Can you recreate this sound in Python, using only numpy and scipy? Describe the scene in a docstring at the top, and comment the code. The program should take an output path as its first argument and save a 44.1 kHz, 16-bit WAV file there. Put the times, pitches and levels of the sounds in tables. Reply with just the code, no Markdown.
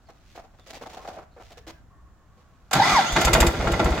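"""An open yard, with a low rumble, faint birds and thin distant whines. Shoes scuff over dry dirt and
leaves; then a diesel tractor a few metres away is started. The solenoid clacks, the pinion slams in
and the starter gears whine up and down against compression. The starter whirrs free as the engine
catches with hard knocks and exhaust puffs, then drops to a lumpy, clattering idle."""
import sys
import numpy as np
from scipy import signal
from scipy.fft import rfft, irfft
from scipy.io import wavfile
from scipy.ndimage import uniform_filter1d

SR = 44100
rng = np.random.default_rng(int(sys.argv[2]) if len(sys.argv) > 2 else 0)


def pcm_store(signal):
    """Save signal as 16-bit PCM."""
    levels = np.round(np.clip(np.atleast_2d(signal), -1, 1) * 32767)
    wavfile.write(sys.argv[1], SR, levels.astype(np.int16).T)


N = 176400

# tone of the outdoor bed: freq_hz, gain_db
YARD_EQ = [(20, -8), (45, 1), (75, -0.5), (125, -8), (250, -14), (430, -22.5), (700, -20), (950, -24),
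           (1400, -23), (2200, -35.5), (5000, -44), (7200, -40.5), (9000, -51)]
# swell of its low end: time_s, gain_db
YARD_SWELL = [(0, -0.5), (.5, -1), (1.0, 1.5), (1.35, 1), (1.75, 3.5), (2.1, 1), (2.7, -1.5)]
# shoes on dirt: start_s, hold_s, crunch_db, grit_db, ring_hz
SCUFFS = [(0.084, 0.022, -50, -65.5, 664), (0.35, 0.019, -47.5, -55.5, 700),
          (0.373, 0.028, -45.5, -62, 722), (0.436, .012, -51, -64, 788), (0.536, .012, -61, -80, 647),
          (0.585, 0.014, -56, -65.5, 708), (.662, 0.045, -53.5, -55, 550), (0.702, 0.008, -47, -48, 717),
          (0.728, 0.047, -46.5, -51.5, 752), (0.809, 0.029, -41, -53, 475), (0.856, 0.018, -39.5, -57, 727),
          (0.892, 0.026, -48.5, -54, 710), (0.927, 0.028, -48, -54, 873), (0.967, 0.014, -41, -54, 743),
          (0.99, 0.058, -50, -69, 1055), (1.046, 0.015, -40, -60, 728), (1.073, 0.018, -37.5, -49.5, 687),
          (1.097, 0.14, -48, -70, 675), (1.165, 0.023, -44.5, -74, 722), (1.362, 0.024, -49, -80, 482),
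          (1.396, 0.028, -46.5, -69, 694), (1.501, 0.031, -52, -59, 700), (1.57, 0.017, -49, -53.5, 455),
          (1.666, 0.043, -44.5, -49, 326), (2.37, 0.054, -65.5, -75, 509)]
# leafy rustle between scuffs: time_s, level_db
RUSTLE = [(0, -76.5), (.2, -69.5), (.33, -63.5), (.5, -79), (.65, -68.5), (.95, -63.5), (1.15, -60),
          (1.28, -85), (1.45, -60), (1.8, -91), (2.7, -73.5)]
# dull crunch of clods: freq_hz, gain_db
CRUNCH_EQ = [(80, -25), (200, -6.5), (330, -4), (500, -2.5), (720, 0), (950, -6.5), (1300, -8),
             (1900, -17.5), (2600, -23), (5000, -69)]
# crisp grit and leaves: freq_hz, gain_db
GRIT_EQ = [(900, -12), (1900, 12), (4000, 8), (6800, 3.5), (8800, -7), (16000, -10)]
# faint bird notes: start_s, hold_s, start_hz, end_hz, level_db
BIRDS = [(0.06, 0.099, 4420, 4000, -68.5), (0.586, 0.055, 3630, 3530, -68), (1.31, 0.035, 4250, 4200, -71)]
# distant whines, most of them sagging: start_s, hold_s, start_hz, end_hz, level_db
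FAR_WHINES = [(1.52, 0.27, 1760, 1580, -65), (1.85, 0.5, 1860, 1733, -74), (1.9, 0.18, 1110, 1110, -63.5),
              (2.09, 0.17, 1110, 1050, -67), (2.28, 0.34, 1110, 1105, -66)]
# solenoid, then pinion: start_s, clank_db, splash_db
CLACKS = [(2.71, -29.5, -34.5), (2.7303, -26.5, -19), (2.75, -22.5, -37)]
# hard crack of struck iron: freq_hz, gain_db
CRACK_EQ = [(250, -27), (600, 0.5), (850, 5.5), (1100, -0.5), (1600, -0.5), (2400, -11), (3500, -10.5),
            (5500, -21.5), (7500, -21.5), (9000, -35), (16000, -43)]
# resonances of the engine block: freq_hz, width_hz, lift_db
BLOCK_MODES = [(124.5, 24, 2.5), (308.6, 11, 6), (340.8, 12.7, 17.5), (485, 16, 10), (650, 17, 8.5),
               (1372, 35, 10), (2170, 110, 2.5), (2524, 110, 8.5)]
# bright metal splash and exhaust hiss: freq_hz, gain_db
HISS_EQ = [(1000, 5), (2500, 6), (4000, 0.5), (5500, -0.5), (6400, -1.5), (7400, 7), (8800, -9.5),
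           (12000, -5), (16000, -17)]
# starter gear whine: time_s, mesh_hz, level_db
GEAR_WHINE = [(2.73, 758.4, -26.5), (2.765, 797, -21.5), (2.792, 857, -35), (2.802, 821, -3.5),
              (2.814, 765, -19), (2.825, 912, -7.5), (2.837, 950.4, -20), (2.885, 1170, -28.5),
              (2.93, 1234, -21.5), (2.955, 1085, -20), (2.972, 945.6, -13), (2.992, 801, -7.5),
              (3.005, 754, -24), (3.05, 670.8, -42), (3.15, 702, -62)]
# harmonics 2 to 6 of the tooth mesh: gain_db
MESH_DB = [-9, -22, -12, -7.5, -11.5]
# grinding teeth: time_s, level_db
GRIND = [(2.725, -77), (2.74, -26.5), (2.80, -28), (2.86, -22), (2.93, -20.5), (2.99, -24), (3.04, -28),
         (3.13, -32), (3.22, -23.5), (3.32, -35.5), (3.45, -36)]
# tone of the grind: freq_hz, gain_db
GRIND_EQ = [(60, -16), (120, -0.5), (220, -0.5), (330, -3), (480, -9.5), (640, -5.5), (800, -5),
            (1100, -8.5), (1500, -7.5), (2200, -7.5), (3000, -13), (4600, -12.5), (6000, -16.5),
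            (7200, -17), (8600, -26), (16000, -35.5)]
# resonances of the starter housing: freq_hz, width_hz, lift_db
HOUSING_MODES = [(760, 250, 10), (1420, 150, 10.5), (2020, 180, 5), (3370, 240, 6.5), (4130, 83, 9),
                 (5530, 160, 4)]
# body of the motor groan and block boom: freq_hz, gain_db
BOOM_EQ = [(50, -23.5), (110, 3), (200, 2.5), (330, -3), (500, -7.5), (700, 0), (950, -2), (1700, -48.5)]
# exhaust puffs: start_s, thump_hz, thump_db, hiss_db
PUFFS = [(2.765, 55.3, -33, -43), (2.921, 54.7, -26.5, -42), (3.121, 47.6, -19.5, -32.5),
         (3.21, 60, -60, -25), (3.246, 53, -14, -19.5), (3.33, 53, -12, -15), (3.401, 54.7, -9.5, -17.5),
         (3.464, 60.9, -12, -23), (3.587, 53.6, -20, -56), (3.647, 50, -21, -58), (3.715, 57, -15.5, -33),
         (3.841, 56, -15, -33), (3.901, 60.5, -15.5, -42)]
# starter running free: time_s, pitch_hz, level_db
WHIRR = [(3.03, 2300, -65), (3.07, 2750, -33), (3.11, 3400, -37.5), (3.16, 3700, -36), (3.26, 4000, -60)]
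# gear and valve clatter: time_s, level_db
CLATTER = [(3.1, -33), (3.18, -35), (3.3, -24.5), (3.45, -21.5), (3.53, -29.5), (3.63, -29), (3.77, -27.5),
           (3.88, -24.5), (4.0, -32)]
# tone of the clatter: freq_hz, gain_db
CLATTER_EQ = [(20, -25), (50, -0.5), (110, 1), (200, -2.5), (330, -9.5), (450, -7), (700, -6),
              (1100, -18.5), (2200, -23), (3500, -33.5), (7300, -45), (9400, -57), (16000, -54)]
# combustion knocks: start_s, crack_db, boom_db
KNOCKS = [(3.161, -14.5, -20.5), (3.27, -16, -29), (3.349, -13.5, -24), (3.419, -15.5, -20),
          (3.48, -32.5, -45), (3.538, -34.5, -54), (3.604, -29, -42), (3.666, -21.5, -25),
          (3.733, -26, -34), (3.794, -21.5, -21.5), (3.856, -25, -26.5), (3.918, -28, -32),
          (3.977, -29.5, -33)]
# loose steel parts: pitch_hz
RATTLE_HZ = [921.6, 1180, 1330, 1435.5, 1570, 1865, 1994, 2120]
# stereo width: freq_hz, side_db
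WIDTH_EQ = [(30, 0), (125, -25.5), (250, -17), (500, -20), (1000, -7.5), (2000, -7), (4000, -0.5),
            (16000, 0)]

CENTRE = np.array([[1], [0]])  # sources are built as mid, side


def undb(db):
    """Decibels to gain."""
    return 10 ** (np.asarray(db) / 20)


def unit(x):
    """Scale to rms 1."""
    return x / np.sqrt(np.mean(x ** 2))


def clock():
    """Time of every sample."""
    return np.arange(N) / SR


def curve(rows, column=1):
    """One column of a table, joined by straight lines in time."""
    rows = np.array(rows)
    return np.interp(clock(), rows[:, 0], rows[:, column])


def walk(rate_hz):
    """Smooth random wander with a spread of 1."""
    k = int(SR / rate_hz)
    return unit(uniform_filter1d(np.repeat(rng.standard_normal(N // k + 1), k), k)[:N])


def tone(hz, waver, rate_hz):
    """Sine with an unsteady pitch."""
    return np.sin(2 * np.pi * np.cumsum(hz * (1 + waver * walk(rate_hz))) / SR)


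def response(points):
    """Causal frequency response through freq_hz, gain_db points."""
    hz, db = np.array(points).T
    gain = undb(np.interp(np.log(np.arange(N // 2 + 1) * SR / N + 1), np.log(hz), db))
    cepstrum = irfft(np.log(gain), N)
    cepstrum[1:N // 2] *= 2
    cepstrum[N // 2 + 1:] = 0
    return np.exp(rfft(cepstrum))


def convolve(x, ring):
    """Play a sound through an impulse response."""
    return signal.fftconvolve(np.atleast_2d(x), np.atleast_2d(ring), axes=1)[:, :N]


def colour(x, eq, modes=()):
    """Pass a sound through a body's broad EQ and ringing modes, keeping the power of white noise."""
    h, f = response(eq), np.arange(N // 2 + 1) * SR / N
    for hz, width, db in modes:
        h = h * (1 + (undb(db) - 1) * 1j * f * width / (hz ** 2 - f ** 2 + 1j * f * width))
    return convolve(x, irfft(h / np.sqrt(np.mean(abs(h) ** 2)), N)[:N // 20])


def grains(per_s, scatter_db):
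    """Dense tiny impacts of uneven size, as mid and side."""
    size = (rng.random(N) < per_s / SR) * undb(scatter_db * np.minimum(rng.exponential(size=N), 4))
    return unit(size * rng.standard_normal((2, N)))


def burst(start_s, attack_s, hold_s, decay_s):
    """Envelope: linear rise, hold counted from the start, exponential release."""
    age = clock() - start_s
    return np.clip(age / attack_s, 0, 1) * np.exp(-np.clip((age - hold_s) / decay_s, 0, 20))


def yard():
    """A bed of outdoor rumble whose low end rises and falls."""
    bed = colour(rng.standard_normal((2, N)), YARD_EQ) * undb(-55)
    low = signal.sosfiltfilt(signal.butter(2, 250, fs=SR, output="sos"), bed)
    return bed - low + low * undb(curve(YARD_SWELL) + 0.5 * walk(11))


def scuffs():
    """Soles crush clods of dirt, each with a hollow ring; dry grit and leaves crackle on top."""
    crunch, grit, ring = 0, undb(curve(RUSTLE)), 0
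    wavering_time = np.cumsum(1 + 0.078 * walk(400)) / SR
    for start, hold, crunch_db, grit_db, hz in SCUFFS:
        press = burst(start, 0.005, hold, 0.007)
        crunch += press * undb(crunch_db)
        grit += press * undb(grit_db)
        hollow = burst(start, 0.005, hold / 2, 0.024) * np.sin(2 * np.pi * hz * wavering_time)
        ring += undb(crunch_db + 1.5) * hollow
    clods = colour(crunch * grains(3000, scatter_db=-0.5), CRUNCH_EQ)
    leaves = colour(grit * grains(2500, scatter_db=-3.5), GRIT_EQ)
    return clods + leaves + CENTRE * ring


def distant_notes(notes, waver):
    """Birds or faraway whines: thin notes that slide and flutter."""
    out = 0
    for start, hold, start_hz, end_hz, db in notes:
        note = tone(curve([(start, start_hz), (start + hold, end_hz)]), waver, rate_hz=600)
        out += undb(db + 3.5 * walk(39.8)) * burst(start, 0.0078, hold, 0.015) * note
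    return CENTRE * out


def solenoid():
    """Solenoid and pinion slam home: iron clanks with a bright metallic splash."""
    clank = sum(undb(db) * burst(s, 0.0037, 0.0063, 0.022) for s, db, _ in CLACKS)
    splash = sum(undb(db) * burst(s, 0.0017, 0.0047, 0.0082) for s, _, db in CLACKS)
    return (colour(clank * grains(6000, scatter_db=-1.5), CRACK_EQ, BLOCK_MODES)
            + colour(splash * grains(7200, scatter_db=2), HISS_EQ))


def starter_gears():
    """Gear teeth whine at the mesh rate, and rasp and grind inside the housing."""
    mesh_hz, whine_db = curve(GEAR_WHINE), curve(GEAR_WHINE, column=2)
    phase = 2 * np.pi * np.cumsum(mesh_hz * (1 + 0.0203 * walk(250))) / SR
    engaged = (clock() > GEAR_WHINE[0][0]) * (clock() < GEAR_WHINE[-1][0])
    whine = np.sin(phase) * undb(whine_db + 3 * walk(160)) * engaged
    slip_rad, top_hz = 0.45, max(hz for _, hz, _ in GEAR_WHINE)
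    rasp = np.zeros((2, N))
    for channel in rasp:
        for harmonic, db in enumerate(MESH_DB, start=2):
            channel += undb(db) * np.sin(harmonic * (phase + slip_rad * walk(220)))
    rasp *= undb(-16 + 0.36 * whine_db) * engaged * mesh_hz / top_hz  # rides the whine's level and pitch
    teeth = unit(grains(12000, scatter_db=0.5) * (1 + 0.82 * np.cos(phase)))
    grind = teeth * undb(curve(GRIND)) * (clock() > GRIND[0][0])
    leftward = np.array([[1], [0.3]])
    return leftward * whine + colour(grind + rasp, GRIND_EQ, HOUSING_MODES)


def starter_motor():
    """The motor groans briefly as it takes the load."""
    hum = tone(128.5, waver=0.082, rate_hz=80)
    growl = colour(rng.standard_normal((2, N)), BOOM_EQ)
    return unit(hum + 0.94 * growl) * undb(-21.5) * burst(2.745, 0.02, 0.061, 0.013)


def exhaust(swell_s=0.016):
    """Each puff of gas swings the air in the silencer for a cycle or two, with a hiss at its front."""
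    thump, hiss = 0, 0
    for start, hz, thump_db, hiss_db in PUFFS:
        age = np.maximum(clock() - start, 0)
        swell = (age / swell_s * np.exp(1 - age / swell_s)) ** 2.9
        thump -= undb(thump_db) * swell * np.sin(2 * np.pi * hz * age)
        hiss += undb(hiss_db) * burst(start, 0.0043, 0.0083, 0.0077)
    return CENTRE * thump + colour(hiss * grains(14000, scatter_db=-3.5), HISS_EQ)


def starter_whirr(zing_hz=6560):
    """The unloaded starter spins up with a rough whirr; the pinion rings along in a thin zing."""
    whirr = np.array([tone(curve(WHIRR), waver=0.042, rate_hz=900) for _ in range(2)])
    zing = np.array([tone(zing_hz, waver=0.042, rate_hz=900) for _ in range(2)])
    free = (clock() > WHIRR[0][0]) * (clock() < WHIRR[-1][0])
    return (whirr + undb(-1.5) * zing) * undb(curve(WHIRR, column=2)) * free


def engine():
    """Each firing cracks and booms in the iron block; gears and valves clatter underneath."""
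    crack, boom = 0, 0
    for start, crack_db, boom_db in KNOCKS:
        contact = undb(-1) * burst(start, 0.0013, 0.0018, 0.0013)  # first metal-to-metal hit
        crack += undb(crack_db) * (contact + burst(start, 0.0082, 0.0072, 0.012))
        boom += undb(boom_db) * burst(start, 0.0068, 0.026, 0.03)
    clatter = undb(curve(CLATTER) + 1.6 * walk(70)) * (clock() > CLATTER[0][0])
    return (colour(crack * grains(2500, scatter_db=1), CRACK_EQ, BLOCK_MODES)
            + colour(boom * grains(6000, scatter_db=1), BOOM_EQ, BLOCK_MODES)
            + rattle(crack)
            + colour(clatter * grains(4000, scatter_db=-0.5), CLATTER_EQ))


def rattle(shake, ring_s=0.007):
    """Loose steel parts chatter while the block shakes, each ringing at its own pitch."""
    age = clock()[:N // 40]
    chatter = 0
    for hz in RATTLE_HZ:
        ping = np.sin(2 * np.pi * hz * age) * np.exp(-age / ring_s)
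        chatter += convolve(shake * grains(400, scatter_db=-2), ping)
    return undb(-6.5) * chatter / np.sqrt(len(RATTLE_HZ) * ring_s * SR / 4)


def panels(x, ring_s=0.0035):
    """Sheet metal round the engine adds a dense, very short ring."""
    ring = (rng.standard_normal((2, N)) * burst(0, ring_s / 10, 0, ring_s))[:, :N // 100]
    ring = signal.sosfilt(signal.butter(2, 1800, "high", fs=SR, output="sos"), ring)
    ring /= np.sqrt(np.sum(ring ** 2) / 2)
    return x + undb(-5.5) * convolve(x, ring)


def echo(mid, t60_s=0.34):
    """Trees and a trailer scatter a short, bright tail to left and right."""
    tail = rng.standard_normal((2, N)) * burst(0.006, 0.024, 0.021, t60_s / np.log(1000))
    tail = colour(tail, [(60, -38), (300, -3), (900, 3.5), (2500, 3), (7000, -1), (16000, 6.5)])
    tail = tail[:, :N // 4]
    return convolve(mid, tail / np.sqrt(np.sum(tail ** 2) / 2))


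def scene():
    """The mix: narrow in the low mids, wide in the treble, with a short outdoor echo."""
    mix = scuffs()
    mix += panels(solenoid() + starter_gears() + starter_motor() + engine() + exhaust())
    mix += starter_whirr() + yard()
    mix += distant_notes(BIRDS, waver=0.05) + distant_notes(FAR_WHINES, waver=0.045)
    mid, side = mix
    side = signal.fftconvolve(side, irfft(response(WIDTH_EQ), N)[:N // 100])[:N]
    metallic_band = signal.lfilter(*signal.iirpeak(2300, 1, fs=SR), mid)
    side -= undb(-15) * metallic_band  # leans to the right
    return np.array([mid + side, mid - side]) + undb(-9) * echo(mid)


def record(dry):
    """Soft saturation rounds the highest peaks and a steep low-pass cuts the top."""
    return signal.sosfilt(signal.ellip(10, 0.2, 80, 16100, fs=SR, output="sos"), np.tanh(dry))


dry = scene()
out = record(dry)
pcm_store(out)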